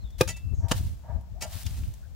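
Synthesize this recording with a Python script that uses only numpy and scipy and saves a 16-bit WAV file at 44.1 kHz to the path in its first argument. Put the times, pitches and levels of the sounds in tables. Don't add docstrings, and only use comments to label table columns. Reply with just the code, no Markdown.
import sys
import numpy as np
from scipy import signal
from scipy.fft import rfft, irfft
from scipy.io import wavfile
from scipy.ndimage import uniform_filter1d

SR = 44100
rng = np.random.default_rng(int(sys.argv[2]) if len(sys.argv) > 2 else 0)


def decibels_to_gain(level_db):
    exponent = np.asarray(level_db, float) / 20
    return 10 ** exponent


def generate_wav(sig):
    pcm = np.round(np.clip(np.atleast_2d(sig).T, -1, 1) * 32767).astype(np.int16)
    wavfile.write(sys.argv[1], SR, pcm)


N = 94815
T = np.arange(N) / SR
HZ = np.fft.rfftfreq(N, 1 / SR)

# [f/Hz, level per Hz/dB]
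HISS_TONE = [(88, -40), (150, -9), (416, -9), (641, -5.5), (931, -13), (1920, -19.5), (3020, -20.5),
             (7800, -21.5), (8600, -31), (16300, -23)]
# [f/Hz, level per Hz/dB]
WIND_TONE = [(12, -47), (28, -16), (42, -2.5), (65, 2.5), (103, -10), (143, -17), (203, -22), (375, -43.5),
             (450, -74), (580, -73), (990, -120)]
# [middle t/s, half width/s, strength/dB]
LEFT_GUSTS = [(0.04, 0.02, -27.5), (0.281, 0.13, -34.5), (0.299, 0.033, -32.5), (0.473, 0.031, -24.5),
              (0.528, 0.017, -22.5), (0.54, 0.0081, -24.5), (1.788, 0.0023, -27), (0.591, 0.021, -26.5),
              (0.646, 0.02, -20), (0.778, 0.073, -25.5), (.86, 0.021, -31.5), (1.097, 0.0085, -26.5),
              (1.162, 0.039, -24.5), (1.331, 0.027, -34.5), (1.452, 0.058, -34.5), (1.562, 0.012, -26),
              (1.666, 0.019, -23), (1.714, 0.03, -31), (1.828, 0.041, -28)]
RIGHT_GUSTS = [(0.448, 0.017, -31.5), (0.599, 0.022, -26), (0.758, 0.026, -23.5), (0.852, 0.037, -28),
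               (.915, 0.046, -31.5), (0.81, 0.0033, -23), (1.165, 0.066, -42), (1.738, 0.049, -33.5),
               (1.801, 0.018, -27.5), (1.891, 0.038, -29)]
CALM_DB = (-40.5, -43)

# [start t/s, length/s, from f/Hz, to f/Hz, level/dB]
WHISTLES = [
    (0, .045, 4250, 4000, -63),
    (.04, .075, 3700, 3350, -60),
    (.12, .065, 3650, 3400, -63),
    (.324, .035, 3600, 3560, -56),
    (.36, .06, 3540, 3520, -62),
    (.58, .09, 5650, 5600, -68),
    (2.025, .05, 1560, 1550, -64),
]
# [start t/s, length/s, from f/Hz, to f/Hz, level/dB]
CHIRP = (.538, .142, 6700, 5900, -62.5)
# [t/s, f/Hz (not used, birds() sets the pitch), level/dB]
LONG_NOTE = [(0.33, 2687, -56), (0.35, 2661, -49), (0.394, 2660, -58), (0.42, 2642, -67),
             (0.434, 2646, -62), (0.462, 2646, -67), (0.474, 2644, -74), (0.498, 2662, -63),
             (0.55, 2663, -71)]

# [t/s, level/dB, centre f/Hz]
PEBBLES = [
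    (0.105, -56, 5600),
    (1.211, -59.5, 9300),
    (1.632, -42, 9000),
    (1.709, -48, 4700),
    (1.835, -49.5, 2160),
    (1.879, -52.5, 9100),
    (1.939, -47.5, 8900),
    (1.6641, -37, 4600),
    (1.667, -42.5, 3080),
]
# [start t/s, rise/s, hold/s, fade t60/s, level/dB]
SHOWERS = [(0.182, 0.0015, 0.0055, 0.19, -45.5), (0.197, 0.0037, .006, .05, -42),
           (0.206, .005, 0.013, 0.14, -80), (0.326, 0.013, 0.049, 0.95, -62),
           (0.683, 0.0011, 0.027, 0.23, -44.5), (0.237, 0.0095, 0.018, 0.088, -58.5),
           (0.731, 0.034, 0.017, 0.22, -42), (0.806, 0.04, 0.028, 0.53, -54.5),
           (1.46, 0.0063, 0.013, 0.49, -50.5), (1.488, 0.04, 0.093, 0.13, -44.5),
           (1.645, 0.011, 0.11, 0.98, -50)]
# [f/Hz, level per Hz/dB]
GRIT_TONE = [(180, -46), (300, -34), (656, 0), (1060, -3.5), (2480, -3), (2790, -0.5), (4090, -0.5),
             (15000, -4), (16000, -1.5)]

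# [t/s, crack level/dB, crushing time/s, blow level/dB, lead-in level/dB]
CHOPS = [
    (0.2096, -17.5, 0.0026, -16, -29),
    (0.7137, -21, 0.0062, -29, -28),
]
# [f/Hz, level per Hz/dB]
CRACK_TONES = [
    [(88, -34), (150, -6), (589, -3), (1870, -23), (2600, -15), (3220, -18), (5910, -15.5), (6640, -21),
     (16000, -26.5)],
    [(88, -36), (170, 5.5), (450, -7.5), (900, -2.5), (1600, -8), (2060, -15), (2920, -9), (3600, -13),
     (6260, -12), (16000, -26)],
]
THUD_DB = (-2, 8)
# [delay t/s, signed push, width/s]
JOLTS = [
    (0, -1.35, 0.00014),
    (.0009, 0.93, 0.00042),
    (.0024, -0.51, .0004),
    (.003, 0.42, 0.00023),
    (.0058, -.7, 0.0002),
    (.0088, 0.56, .0006),
]
# [f/Hz, level/dB, t60/s]
HANDLE_AND_GROUND = [(330, -7.5, 0.13), (474, 1, 0.027), (519, -5, 0.12), (710, -8, 0.041),
                     (880, -5.5, 0.072), (1237, 3, 0.049), (1553, -19, 0.062), (2175, -1.5, 0.04),
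                     (2480, -10, 0.04), (583, -8.5, 0.036)]
# [t/s, f/Hz, level/dB, t60/s]
TINKS = [(.2092, 2500, -17, .018), (.2133, 2450, -23, .02), (.217, 2480, -25, .03), (.2045, 2300, -36, .03),
         (.2095, 1600, -24, .04), (.2095, 3900, -25, .03), (.2783, 6850, -39, .05), (.2863, 6820, -33, .07),
         (.2768, 1500, -43, .04), (.2755, 2650, -42, .05), (.288, 2650, -40, .06), (.312, 4500, -47, .07),
         (.267, 3600, -50, .05), (.546, 4020, -62, .05), (.716, 2960, -29, .04), (.72, 860, -31, .05),
         (1.4138, 2610, -42, .05), (1.4248, 4850, -37, .05), (1.4255, 7600, -40, .04),
         (1.425, 6800, -40, .04), (1.432, 2620, -40, .04), (1.44, 4850, -40, .06), (1.643, 3560, -49, .06),
         (1.663, 5300, -43, .02), (1.6635, 6815, -41, .04), (1.6645, 2880, -41, .04),
         (1.669, 3270, -43, .03), (1.667, 5070, -44, .07)]

# [start t/s, rise/s, hold/s, fade t60/s, level/dB]
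SCRAPES = [
    (0.273, 0.0028, 0.0074, 0.052, -38.5),
    (.284, 0.0043, 0.012, 0.083, -38),
    (0.358, 0.0078, 0.0067, 0.051, -51.5),
    (1.404, 0.0075, 0.013, 0.04, -42.5),
    (1.419, 0.0044, 0.0037, 0.048, -36.5),
    (1.431, .004, 0.0078, 0.061, -45.5),
    (1.77, 0.0011, 0.018, 0.069, -57.5),
]
# [f/Hz, level per Hz/dB]
RASP_TONE = [(180, -47), (300, -40), (634, 2), (1100, -23), (1360, -8), (2140, -3), (6850, 5), (16000, -6)]
BLADE_HZ = [650, 950, 1378, 1976, 2280, 2650, 2870, 3200, 4330, 4900, 5640, 6390, 6830, 8440]
BLADE_DB = [-11, -10, -9, -7, -12, -3, -9, -10, -13, -5, -6, -9, 0, -7]

# [start t/s, rise/s, hold/s, fade t60/s, level/dB]
SWINGS = [
    (0.592, 0.046, 0.045, 0.5, -48.5),
    (1.007, 0.039, 0.022, 0.52, -53),
    (1.076, 0.0056, 0.022, 0.54, -49),
    (1.419, 0.0078, 0.025, 0.16, -41.5),
    (1.467, 0.06, 0.022, 0.22, -60),
]
# [f/Hz, width/Hz, level/dB]
TUBE = [(662, 175, 4), (789, 146, -2.5), (931.5, 21.5, 0.5), (1188, 68, -11), (1580, 360, -10.5)]
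# [start t/s, length/s, from f/Hz, to f/Hz, level/dB]
HUMS = [
    (1.016, 0.092, 836, 973, -53.5),
    (1.341, 0.089, 577, 860, -50.5),
]

# [f/Hz, shared part 0 to 1]
SHARED = [(300, .99), (600, .96), (1300, .6), (2300, .85), (5000, .62), (12000, .54)]


def evened(x):
    return x / np.sqrt(np.mean(x ** 2) + 1e-20)


def read(points, hz):
    f, value = np.transpose(points)
    return np.interp(np.log(hz + 1), np.log(f + 1), value)


def colour(x, points):
    return evened(irfft(rfft(x) * decibels_to_gain(read(points, HZ)), N))


def shape(start, rise, hold, t60, db):
    up = np.clip((T - start) / max(rise, 1e-4), 0, 1)
    fade_s = np.maximum(T - start - rise - hold, 0)
    return up ** 2 * decibels_to_gain(db - 60 * fade_s / max(t60, .005))


def resonate(x, hz, width_hz):
    turn = np.exp(2j * np.pi * np.cumsum(hz * np.ones(len(x))) / SR)
    r = np.exp(-np.pi * width_hz / SR)
    smoothed = signal.lfilter([1 - r], [1, -r], x / turn + 1e-18)
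    return 2 * (turn * smoothed).real


def resonate_noise(noise, hz, width_hz):
    return evened(resonate(resonate(noise, hz, width_hz), hz, width_hz))


def ring(modes):
    t = T[:8000]
    x = sum(decibels_to_gain(db - 60 * t / t60) * np.sin(2 * np.pi * hz * t) for hz, db, t60 in modes)
    return x / np.linalg.norm(x)


def grains(per_s, spread_db):
    chance, size, push = rng.random(N), rng.exponential(1, N), rng.standard_normal(N)
    return evened(push * (chance < per_s / SR) * decibels_to_gain(spread_db * np.minimum(size, 4)))


def slow(per_s):
    return evened(irfft(rfft(rng.standard_normal(N)) / (1 + (HZ / per_s) ** 4), N))


def garden_hiss():
    a, b = (colour(rng.standard_normal(N), HISS_TONE) for _ in "ab")
    same = 0.044
    pair = np.array([a, same * a + np.sqrt(1 - same ** 2) * b]) * decibels_to_gain(.8 * slow(5))
    return pair * decibels_to_gain(-63 + 5.5 * np.array([[.5], [-.5]]))


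def wind():
    out = []
    for gusts, calm_db in zip((LEFT_GUSTS, RIGHT_GUSTS), CALM_DB):
        force = sum(decibels_to_gain(db) * np.exp(-((T - s) / half) ** 2) for s, half, db in gusts)
        low = colour(rng.standard_normal(N), WIND_TONE)
        throb_hz = 61.2 + 378 * force
        throb = evened(resonate(resonate(rng.standard_normal(N), throb_hz, 32.3), throb_hz, 32.7))
        steady = throb / np.sqrt(uniform_filter1d(throb ** 2, size=1200) + 0.16)
        high = evened(resonate(resonate(rng.standard_normal(N), 144, 82), 147, 84))
        rumble = (decibels_to_gain(calm_db) + decibels_to_gain(-6) * force) * low
        out.append(rumble + force * steady + decibels_to_gain(2.5) * force ** 2 * high)
    return np.array(out)


def note(start, length, hz0, hz1, db, width_hz, clear, sag_db=-4, edge=0.22):
    u = np.clip((T - start) / length, 0, 1)
    hz = hz0 + (hz1 - hz0) * u
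    fuzz = resonate_noise(rng.standard_normal(N), hz, width_hz)
    pure = np.sin(2 * np.pi * np.cumsum(hz) / SR)
    loudness = decibels_to_gain(db + sag_db * u) * abs(np.sin(np.pi * u)) ** edge * (u < 1)
    return loudness * (clear * pure + (1 - clear) * fuzz)


def birds():
    whistles = sum(note(*row, width_hz=220, clear=0.13) for row in WHISTLES)
    s, _, db = np.transpose(LONG_NOTE)
    long = note(s[0], s[-1] - s[0], 2660, 2655, 4.5, width_hz=60, clear=0.89, sag_db=0)
    long = long * decibels_to_gain(np.interp(T, s, db))
    return whistles + long + note(*CHIRP, width_hz=1500, clear=0)


def pebbles():
    noise = rng.standard_normal(N)
    return sum(evened(resonate(noise, hz, 0.94 * hz)) * shape(s - .001, 0.00033, 0.0007, 0.029, db)
               for s, db, hz in PEBBLES)


def grit():
    return colour(grains(7000, 0.24), GRIT_TONE) * sum(shape(*row) for row in SHOWERS)


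def chops():
    lead_s, thud_lead_s, thud_rise_s = 0.0088, .001, 0.0065
    thud_hz, thud_t60 = 121, 0.078
    out = 0
    for (s, db, crush, blow_db, lead_db), tone, thud_db in zip(CHOPS, CRACK_TONES, THUD_DB):
        crack = colour(grains(20000, .6), tone)
        crush_shape = shape(s, 0.00089, crush, 0.028, db)
        out = out + crack * (crush_shape + shape(s - lead_s, lead_s, 0, 0.045, lead_db))
        jolts = sum(push * np.exp(-((T - s - late) / wide) ** 2) for late, push, wide in JOLTS)
        ringing = signal.oaconvolve(jolts, ring(HANDLE_AND_GROUND))[:N]
        out = out + decibels_to_gain(blow_db) * (decibels_to_gain(3.5) * jolts + decibels_to_gain(-8) * ringing)
        t = np.maximum(T - s + thud_lead_s, 0)
        thud = np.sin(2 * np.pi * thud_hz * t) * np.minimum(t / thud_rise_s, 1)
        out = out + decibels_to_gain(blow_db + thud_db - 60 * t / thud_t60) * thud
    return out


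def tinks():
    return sum(shape(s, 0.0017, 0, t60, db) * np.sin(2 * np.pi * hz * (T - s)) for s, hz, db, t60 in TINKS)


def scrapes():
    push = sum(shape(*row) for row in SCRAPES)
    slips = grains(16000, .6)
    blade_t60 = np.linspace(.07, .04, len(BLADE_HZ))
    blade = ring(zip(BLADE_HZ, BLADE_DB, blade_t60))
    return signal.oaconvolve(slips * push, blade)[:N] + decibels_to_gain(2.5) * push * colour(slips, RASP_TONE)


def swings():
    air = rng.standard_normal(N) * decibels_to_gain(0.87 * slow(56))
    tube = evened(sum(decibels_to_gain(db) * resonate_noise(air, hz, width) for hz, width, db in TUBE))
    swish = tube * sum(shape(*row) for row in SWINGS)
    return swish + sum(note(*row, width_hz=134, clear=0.26, edge=1.2) for row in HUMS)


def bounced(x):
    near = rng.standard_normal(500) * (rng.random(500) < .2) * decibels_to_gain(-60 * T[:500] / 0.018)
    return signal.oaconvolve(x, near / np.linalg.norm(near))[:N]


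def yard(x, t60=0.14):
    t = T[:6000]
    echoes = rng.standard_normal((2, 6000)) * (rng.random((2, 6000)) < .05)
    echoes = echoes * decibels_to_gain(-60 * t / t60) * (t > .002)
    return signal.oaconvolve(x[None], echoes / np.linalg.norm(echoes[0]), axes=1)[:, :N]


def ports(same, apart):
    shared, side = np.clip(read(SHARED, HZ), 0, 1), np.array([[.5], [-.5]])
    lag_s, pan_db = .00001, 1.5
    direct = np.sqrt(shared) * rfft(same) * np.exp(-2j * np.pi * HZ * lag_s * side)
    opposite = np.sqrt(1 - shared) * 2 * side * rfft(apart)
    return decibels_to_gain(pan_db * side) * irfft(direct + opposite, N)


def scene():
    far = birds()
    hoe = pebbles() + chops() + tinks() + scrapes() + swings()
    close = hoe + grit()
    echoed = close - uniform_filter1d(close, size=40)
    near = ports(close, bounced(hoe) + grit()) + decibels_to_gain(-11.5) * yard(echoed)
    far = far * decibels_to_gain([[.7], [-.7]]) + decibels_to_gain(-22) * yard(far, .12)
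    return near + far + wind() + garden_hiss()


def band_limit(x):
    return signal.sosfilt(signal.butter(12, 16490, fs=SR, output="sos"), x)


def record(dry):
    treble_cut = signal.firwin(511, 15880, window=("kaiser", 9), fs=SR)
    mix = signal.oaconvolve(dry, treble_cut[None], "same")
    return band_limit(mix)


dry = scene()
out = record(dry)
generate_wav(out)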